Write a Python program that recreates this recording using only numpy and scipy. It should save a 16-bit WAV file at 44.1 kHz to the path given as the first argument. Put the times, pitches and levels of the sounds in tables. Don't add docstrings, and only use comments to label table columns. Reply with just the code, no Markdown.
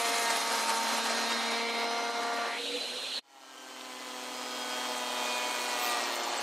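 import sys
import numpy as np
from scipy import signal
from scipy.fft import rfft, irfft
from scipy.io import wavfile

SR = 44100
rng = np.random.default_rng(int(sys.argv[2]) if len(sys.argv) > 2 else 0)


def bounce(signal):
    frames = np.transpose(np.atleast_2d(signal))
    limited = np.clip(frames, -1, 1)
    pcm = np.round(limited * 32767).astype(np.int16)
    wavfile.write(sys.argv[1], SR, pcm)


N = 283122
TIME = np.arange(N) / SR
BINS = np.fft.rfftfreq(N, 1 / SR)
BOARD_ENDS_S, RUN_OUT_S = 2.55, 0.035
FAR_ENDS_S, NEAR_STARTS_S = 3.19, 3.21
NEAR_FADE_S = 2.79
BELT_RATIO = 1.16


# frequency in Hz, relative gain in dB.
FAR_BODY = [(60, -37), (170, -23.5), (270, -3.5), (370, -7), (560, 1), (850, 3.5), (1300, -0.5), (1800, -1),
            (2400, -1.5), (3700, -3.5), (6000, -4.5), (10000, -6.5), (13000, -15.5), (15500, -34)]
# multiple of the knife rate, top level in dB, dip between tops in dB,
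# time of a top in seconds, seconds between tops.
FAR_PARTIALS = [(1, -45.5, 10.5, 1.31, 2.27), (2, -41.5, 8, 1.83, 1.9), (3, -39.5, 9.5, 2.33, 3.2),
                (4, -43.5, 8, 0.77, 7), (5, -43, 7, 0.15, 2.37), (5.5, -44.5, 14, 0.51, 3.6),
                (6, -44.5, 29, 2.35, 3.5), (7, -48, 17, 0.61, 3.08), (8, -45, 18, 3, 3.5),
                (9, -46, 6.5, 1.64, 1.4), (9.5, -49.5, 10, 1.64, 1.64), (10, -49.5, 11, 1.61, 0.92),
                (11, -47, 40, 0.046, 2.81), (16.25, -45.5, 14, 1.38, 2.2)]


def far_pass(blow_db=-36.0, blow_drop_db=2.5, tear_db=-36.5, tear_drop_db=10.0,
             spray_db=-40.5, spray_drop_db=16):
    speed = far_speed()
    levels_db = (blow_db - blow_drop_db * step(1.48, 0.081),
                 tear_db - tear_drop_db * step(2.09, 0.24),
                 spray_db - spray_drop_db * step(1.37, 0.27))
    cut = cutting(speed, levels_db, FAR_BODY, uneven=0.13, buzz_db=-10.0, edge_db=-5.5,
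                  smears=(.45, 2.5, 2.5), grit_db=6.0, patchy_db=3.5, wobble_db=1.0)
    turns = np.cumsum(speed) / SR
    cut += singing(turns, FAR_PARTIALS, waver=0.03, blur=1.2 + step(0.55, 0.084))
    cut += amp(-55) * tone(BELT_RATIO * speed, waver=0.16)
    board_present = 1 - step(BOARD_ENDS_S, RUN_OUT_S)
    return cut * amp(grain()) * board_present + air() + gap()


# time in seconds, rate in Hz.
NEAR_SPEED = [(3.2, 277.6), (3.48, 264.2), (3.74, 257.3), (4.0, 252.9), (4.39, 249.8), (4.68, 249.7),
              (5.25, 245.9), (5.57, 245.5), (5.81, 243.3), (6.06, 236.1), (6.42, 236.2)]
# frequency in Hz, relative gain in dB.
NEAR_BODY = [(60, -47), (170, -22), (290, -4.5), (400, -3.5), (850, 3), (1200, 0), (1800, -5), (3200, -5.5),
             (5200, -9), (8200, -7), (11000, -19), (13500, -15.5), (15500, -27)]
# multiple of the knife rate,
# top level in dB, dip between tops in dB, time of a top in seconds, seconds between tops.
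NEAR_PARTIALS = [(1, -45.5, 18, 4.21, 6.1), (1.5, -50, 11, 3.86, 2.58), (2, -44, 9.3, 4.46, 3.2),
                 (2.5, -44, 8.6, 5.06, 2.4), (3, -46.5, 6.2, 5.95, 3.2), (3.5, -45.5, 6.7, 6.57, 1.6),
                 (4, -43, 7, 5.5, 1.5), (5, -48, 5.6, 6.14, 1.74), (6, -46, 21, 4.63, 1.05),
                 (8, -49.5, 12, 5.94, 1), (9, -51, 27, 5.44, 0.75), (10, -44.5, 20, 5.34, 2.57),
                 (13, -48, 9.9, 4.88, 3.1), (16.25, -53, 11, 5.4, 2.3), (20, -45, 38, 4.5, 2.2)]
# time in seconds, blade tone level before the fade-in in dB.
NEAR_FAN = [(3.2, -52), (5.6, -47)]


def near_pass(blow_db=-37, tear_db=-37.0, tear_drop_db=2, spray_db=-44.5, spray_drop_db=5,
              late_patchy_db=7.0, fade_power=0.92, motor_db=-49.0, motor_drop_db=9):
    speed, = curves(NEAR_SPEED)
    turns = np.cumsum(speed) / SR
    dull = step(6.1, 0.025)
    levels_db = (blow_db, tear_db - tear_drop_db * dull, spray_db - spray_drop_db * dull)
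    patchy_db = 1.0 + late_patchy_db * step(5.87, 0.21)
    cut = cutting(speed, levels_db, NEAR_BODY, uneven=.3, buzz_db=-7, edge_db=-5.5, smears=(.9, .8, .35),
                  grit_db=1.0, patchy_db=patchy_db, wobble_db=0.0)
    cut += singing(turns, NEAR_PARTIALS, waver=0.02, blur=0.87)
    motor_level_db = motor_db - motor_drop_db * step(4.95, 0.17)
    cut += amp(motor_level_db) * tone(BELT_RATIO * speed, waver=0.12)
    extractor = fan(curves(NEAR_FAN)[0], hz=4319, octave_db=-12, waver_hz=1.62, shaft_db=-66.0)
    fade_in = np.clip((TIME - NEAR_STARTS_S) / NEAR_FADE_S, 0, 1) ** fade_power
    return fade_in * (cut * amp(grain()) + extractor) + splinters(turns) + shaft(turns)


# time in seconds, rate in Hz.
FAR_SPEED = [(0, 232), (.2, 233.1), (.34, 230.2), (.7, 227.7), (.97, 229.7), (1.38, 231), (1.77, 232.2),
             (2.1, 234.3), (2.55, 233.7)]


def far_speed(idle_hz=282, spin_up_s=1):
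    speed, = curves(FAR_SPEED)
    free_s = np.maximum(TIME - BOARD_ENDS_S, 0)
    return speed + (idle_hz - speed) * (1 - np.exp(-free_s / spin_up_s))


def cutting(speed, levels_db, body, uneven, buzz_db, edge_db, smears, grit_db, patchy_db, wobble_db):
    turns = np.cumsum(speed) / SR
    knife = np.floor(turns).astype(int)
    blow_change_db = .9 * rng.standard_normal(N)[knife]
    bite = (1 + uneven * (-1) ** knife) * amp(blow_change_db)
    burst = unit(bite * np.exp(-(turns % 1) / 1.55))
    thump_noise, tear_noise, spray_noise, grit = rng.standard_normal((4, N))
    thump_smear, tear_smear, spray_smear = smears
    buzz = blows(turns, uneven, ring_s=0.005)

    colour = spectrum(body)
    low = 1 / (1 + (BINS / 2000) ** 8)
    high = 1 - 1 / (1 + (BINS / 6500) ** 12)
    thump = unit((thump_smear + burst) * thump_noise) + amp(buzz_db) * buzz
    thump = filtered(thump, colour * np.sqrt(low))
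    tear = unit((tear_smear + burst) * tear_noise) + amp(edge_db) * buzz
    tear = patchy(filtered(tear, colour * np.sqrt((1 - low) * (1 - high))), 1.2)
    spray = (spray_smear + burst) * spray_noise * amp(grit_db * grit)
    spray = patchy(filtered(spray, colour * np.sqrt(high)), patchy_db)
    mix = sum(amp(db) * unit(x) for db, x in zip(levels_db, (thump, tear, spray)))
    return amp(wobble_db * drift(30)) * shifting_bands(mix)


def blows(turns, uneven, ring_s, count=11):
    knife = np.floor(turns)
    hits = np.diff(knife, prepend=0) * (1 + uneven * (-1) ** knife)
    t = np.arange(SR // 32) / SR
    out = np.zeros(N)
    for place in range(count):
        response = unit(rng.standard_normal(len(t)) * np.exp(-t / ring_s))
        offset = np.clip(TIME / TIME[-1] * (count - 1) - place, -1, 1)
        out += np.cos(np.pi / 2 * offset) * signal.oaconvolve(hits, response)[:N]
    return unit(filtered(out, np.minimum(BINS / 1500, 1)))


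# time in seconds, 1/e half length in seconds, frequency in Hz, gain in dB.
PARTIAL_SWELLS = [(0.187, 0.31, 695, 9.5), (0.282, 0.072, 925, 7), (0.285, 0.087, 1850, 12.5),
                  (0.36, 0.15, 3750, 14.5), (0.765, 0.12, 910, 8), (1.705, 0.29, 2310, 8),
                  (3.333, 0.1, 820, 13), (4.616, .17, 3245, 7.5), (5.346, 0.15, 2460, 3.5),
                  (5.88, 0.14, 1200, 10.5), (5.96, 0.097, 1930, 5), (5.884, 0.12, 725, 9)]


def singing(turns, partials, waver, blur, swell_width_hz=86):
    flutter = drift(18) + 1j * drift(18)
    out = np.zeros(N)
    speed = np.gradient(turns) * SR
    swells = [(hz / speed[round(s * SR)], db * swell(s, half)) for s, half, hz, db in PARTIAL_SWELLS]
    for multiple, db, dip_db, top_s, period_s in partials:
        dip = np.sin(np.pi * (TIME - top_s) / period_s) ** 2
        shake = np.roll(flutter, rng.integers(N))
        order = np.round(multiple * 4) / 4
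        swell_db = sum(gain * np.exp(-((order - at) * speed.mean() / swell_width_hz) ** 2)
                       for at, gain in swells)
        phase = 2 * np.pi * order * turns + blur * np.sin(order ** 2)
        wave = np.exp(1j * phase) * (1 + waver * order * shake)
        out += amp(db - dip_db * dip + swell_db) * np.sqrt(2) * wave.real
    return out


# time in
# seconds, 1/e half length in seconds, frequency in Hz, 1/e half width in octaves, gain in dB.
NOISE_BANDS = [(0.15, 0.25, 744, 0.7, -2.5), (0.05, 0.22, 2620, 0.21, 1), (0.782, 0.26, 1350, 0.2, 3.5),
               (1.15, 0.086, 685, 0.14, 5.5), (1.7, 0.18, 1550, 0.58, -3.5), (1.82, 0.28, 6400, 0.42, -6.5),
               (2.224, 0.12, 3100, 0.38, -8.5)]


def shifting_bands(x):
    hz, t, z = signal.stft(x, SR, nperseg=1024)
    db = 0
    for s, half, at, width, gain in NOISE_BANDS:
        octaves = np.log2((hz[:, None] + 1) / at)
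        db = db + gain * np.exp(-((t - s) / half) ** 2 - (octaves / width) ** 2)
    return signal.istft(z * amp(db), nperseg=1024)[1][:N]


# time in seconds, 1/e half length in seconds, level change in dB.
WOOD_GRAIN = [(1.8, 0.045, 1.5), (2.13, 0.017, -4), (2.248, 0.13, 1), (4.844, 0.15, 1.5),
              (5.053, 0.1, -0.5), (5.26, 0.088, 1.4), (5.883, 0.099, 1)]


def grain():
    return sum(db * swell(s, half) for s, half, db in WOOD_GRAIN)


# time in seconds, 1/e half length in seconds, peak level in dB.
HARD_SPOTS = [(5.844, 0.056, -44), (6.142, .05, -53)]


def splinters(turns, hz=13800, width_hz=1100):
    spit = rng.standard_normal(N) * np.exp(-(turns % 2))
    spit = unit(filtered(spit, 1 / (1 + ((BINS - hz) / width_hz) ** 2)))
    return spit * sum(amp(db) * swell(s, half) for s, half, db in HARD_SPOTS)


# time in seconds, peak level in dB, ring frequency in Hz.
CHIP_STRIKES = [(3.809, -37, 3100), (4.979, -33, 8000), (6.038, -30, 5500), (6.157, -31.5, 7700),
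                (6.235, -33, 6970)]


def chips(decay_s=0.004):
    out = np.zeros(N)
    for s, db, hz in CHIP_STRIKES:
        decay = np.exp(-np.minimum(abs(TIME - s) / decay_s, 20))
        tick = rng.standard_normal(N) * (TIME >= s) * decay
        tick = filtered(tick, np.minimum(BINS / hz, 1) / (1 + ((BINS - hz) / (0.12 * hz)) ** 2))
        out += amp(db) * tick / abs(tick).max()
    return out


def shaft(turns, db=-76):
    return amp(db) * swell(4.5, 0.87) * np.sin(np.pi * turns)


# time in seconds, octave of the knife rate in dB, motor hum in dB.
SLOT_HOOTS = [(2.53, -66, -74), (2.59, -40, -52), (2.67, -46, -51), (2.75, -36.5, -47), (2.8, -50, -55),
              (2.85, -65, -66), (2.94, -44, -72), (3.05, -59, -70), (3.19, -75, -68)]


def hoots(knife_db=-58):
    speed = far_speed()
    octave_db, motor_db = curves(SLOT_HOOTS)
    siren = amp(knife_db) * tone(speed, waver=0.53)
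    siren += amp(octave_db) * tone(2 * speed, waver=0.29)
    motor = amp(motor_db) * tone(BELT_RATIO * speed, waver=.15)
    return step(BOARD_ENDS_S, RUN_OUT_S) * (siren + motor)


def gap(db=-39.5, s=2.53, half_s=0.091, hz=2050, octaves_per_s=4.0, width_hz=380):
    centre = hz * 2 ** np.clip(octaves_per_s * (TIME - s), -1, 1)
    carrier = np.exp(2j * np.pi * np.cumsum(centre) / SR)
    rush = (drift(width_hz) + 1j * drift(width_hz)) * carrier
    return amp(db) * swell(s, half_s) * unit(rush.real)


# frequency in Hz, relative gain in dB.
SLOT_AIR = [(60, -46), (170, -18), (270, -18.5), (350, -8.5), (520, -0.5), (900, -6.5), (2000, -8),
            (2900, 1), (4100, 0.5), (5000, -11.5), (8500, -13.5), (11000, -19.5), (15500, -40)]


def air(covered_db=-45.0, open_db=-37.0, easing_db_per_s=2.5, flutter_db=2.0):
    rush = filtered(rng.standard_normal(N), spectrum(SLOT_AIR))
    low = filtered(rush, 1 / (1 + (BINS / 6000) ** 8))
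    opened = step(BOARD_ENDS_S, RUN_OUT_S)
    rise_db = open_db - covered_db - easing_db_per_s * (TIME - BOARD_ENDS_S)
    return amp(covered_db + opened * rise_db) * unit(patchy(low, flutter_db) + rush - low)


# time in seconds, 1/e half length in seconds,
# frequency in Hz, width in Hz between the points 24 dB down, peak level in dB.
EDGE_WHISTLES = [(1.98, 0.18, 6000, 900, -50), (1.87, 0.2, 5150, 1300, -50), (1.7, 0.24, 2180, 500, -47),
                 (2.68, .1, 3850, 800, -44), (2.8, 0.05, 4020, 200, -41), (3.16, 0.03, 4350, 1000, -40),
                 (3.8, 0.33, 3080, 300, -56)]


def whistles():
    noise = rfft(rng.standard_normal(N))
    out = np.zeros(N)
    for s, half, hz, width, db in EDGE_WHISTLES:
        band = irfft(noise / (1 + ((BINS - hz) / (0.13 * width)) ** 2), N)
        out += amp(db) * swell(s, half) * unit(band)
    return out


# time in seconds, blade tone level in dB.
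FAR_FAN = [(0, -46), (1.5, -43.5), (2.4, -50.5), (3.2, -45)]


def extractor_far(fan_left_db=-6, slot_left_db=-3.5):
    whine = fan(curves(FAR_FAN)[0], hz=4146, octave_db=-46, waver_hz=1.16, shaft_db=-59.5)
    return panned(whine, fan_left_db) + panned(hoots(), slot_left_db)


def fan(level_db, hz, octave_db, waver_hz, shaft_db, blade_count=9):
    phase = 2 * np.pi * np.cumsum(hz + waver_hz * drift(9.0)) / SR
    blades = np.sin(phase) + amp(octave_db) * np.sin(2 * phase)
    blades = amp(level_db + 0.7 * drift(9)) * blades
    return np.sqrt(2) * (blades + amp(shaft_db) * np.sin(phase / blade_count))


# frequency in Hz, left minus right in dB.
FAR_BALANCE = [(60, 21), (150, 4), (228, 21.5), (280, 6), (380, -4), (470, -0.5), (700, 2), (1290, -1.5),
               (2380, 0), (4200, -2.5), (7000, -3.5)]


def across_bench(x, wall_db=-21, room_db=-23, room_s=0.025):
    below = 1 / (1 + (BINS / 5200) ** 10)
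    side = spectrum(FAR_BALANCE) ** below
    ring = rng.standard_normal(N) * np.exp(-np.minimum(TIME / room_s, 20))
    wall = amp(wall_db) * np.exp(-2j * np.pi * BINS * .007)
    room = amp(room_db) * rfft(ring / np.linalg.norm(ring))
    wide = filtered(x, (wall + room) * below)
    left = filtered(x, 2 * side / (1 + side)) + wide
    right = filtered(x, 2 / (1 + side)) - wide
    return np.array([left, right])


def panned(x, left_db):
    ratio = amp(left_db)
    return np.array([2 * ratio / (1 + ratio) * x, 2 / (1 + ratio) * x])


def tone(hz, waver):
    shake = drift(31) + 1j * drift(19)
    carrier = np.exp(2j * np.pi * np.cumsum(hz * np.ones(N)) / SR)
    return unit(((1 + waver * shake) * carrier).real)


def patchy(x, depth_db, size=(9, 10)):
    _, s, z = signal.stft(x, SR, nperseg=512)
    blob = np.outer(*map(np.hanning, size))
    patches = unit(signal.convolve2d(rng.standard_normal(z.shape), blob, "same"))
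    depth = np.interp(s, TIME, depth_db * np.ones(N))
    gain_db = depth * patches - depth ** 2 * np.log(10) / 20
    return signal.istft(z * amp(gain_db), nperseg=512)[1][:N]


def drift(rate):
    return unit(filtered(rng.standard_normal(N), np.exp(-(BINS / rate) ** 2)))


def swell(s, half):
    return np.exp(-np.minimum(((TIME - s) / half) ** 2, 50))


def step(s, width):
    return .5 + .5 * np.tanh((TIME - s) / (2 * width))


def curves(rows):
    s, *columns = np.transpose(rows)
    return [np.interp(TIME, s, c) for c in columns]


def spectrum(points):
    hz, db = np.transpose(points)
    return amp(np.interp(np.log(BINS + 1), np.log(hz), db))


def filtered(x, gain):
    return irfft(rfft(x) * gain, N)


def amp(db):
    return 10 ** (np.asarray(db) / 20)


def unit(x):
    return x / np.sqrt(np.mean(abs(x) ** 2) + 1e-20)


def scene():
    small = whistles() + chips()
    fade_out = np.exp(-np.clip((TIME - FAR_ENDS_S) / .005, 0, 20))
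    far = across_bench(far_pass() + small) + extractor_far()
    near = near_pass() + small
    return far * fade_out + near * (TIME > NEAR_STARTS_S)


def record(dry, edge_hz=15700):
    low_pass = signal.firwin(511, edge_hz, window=("kaiser", 9), fs=SR)
    return signal.oaconvolve(dry, low_pass[None], "same")


dry = scene()
out = record(dry)
bounce(out)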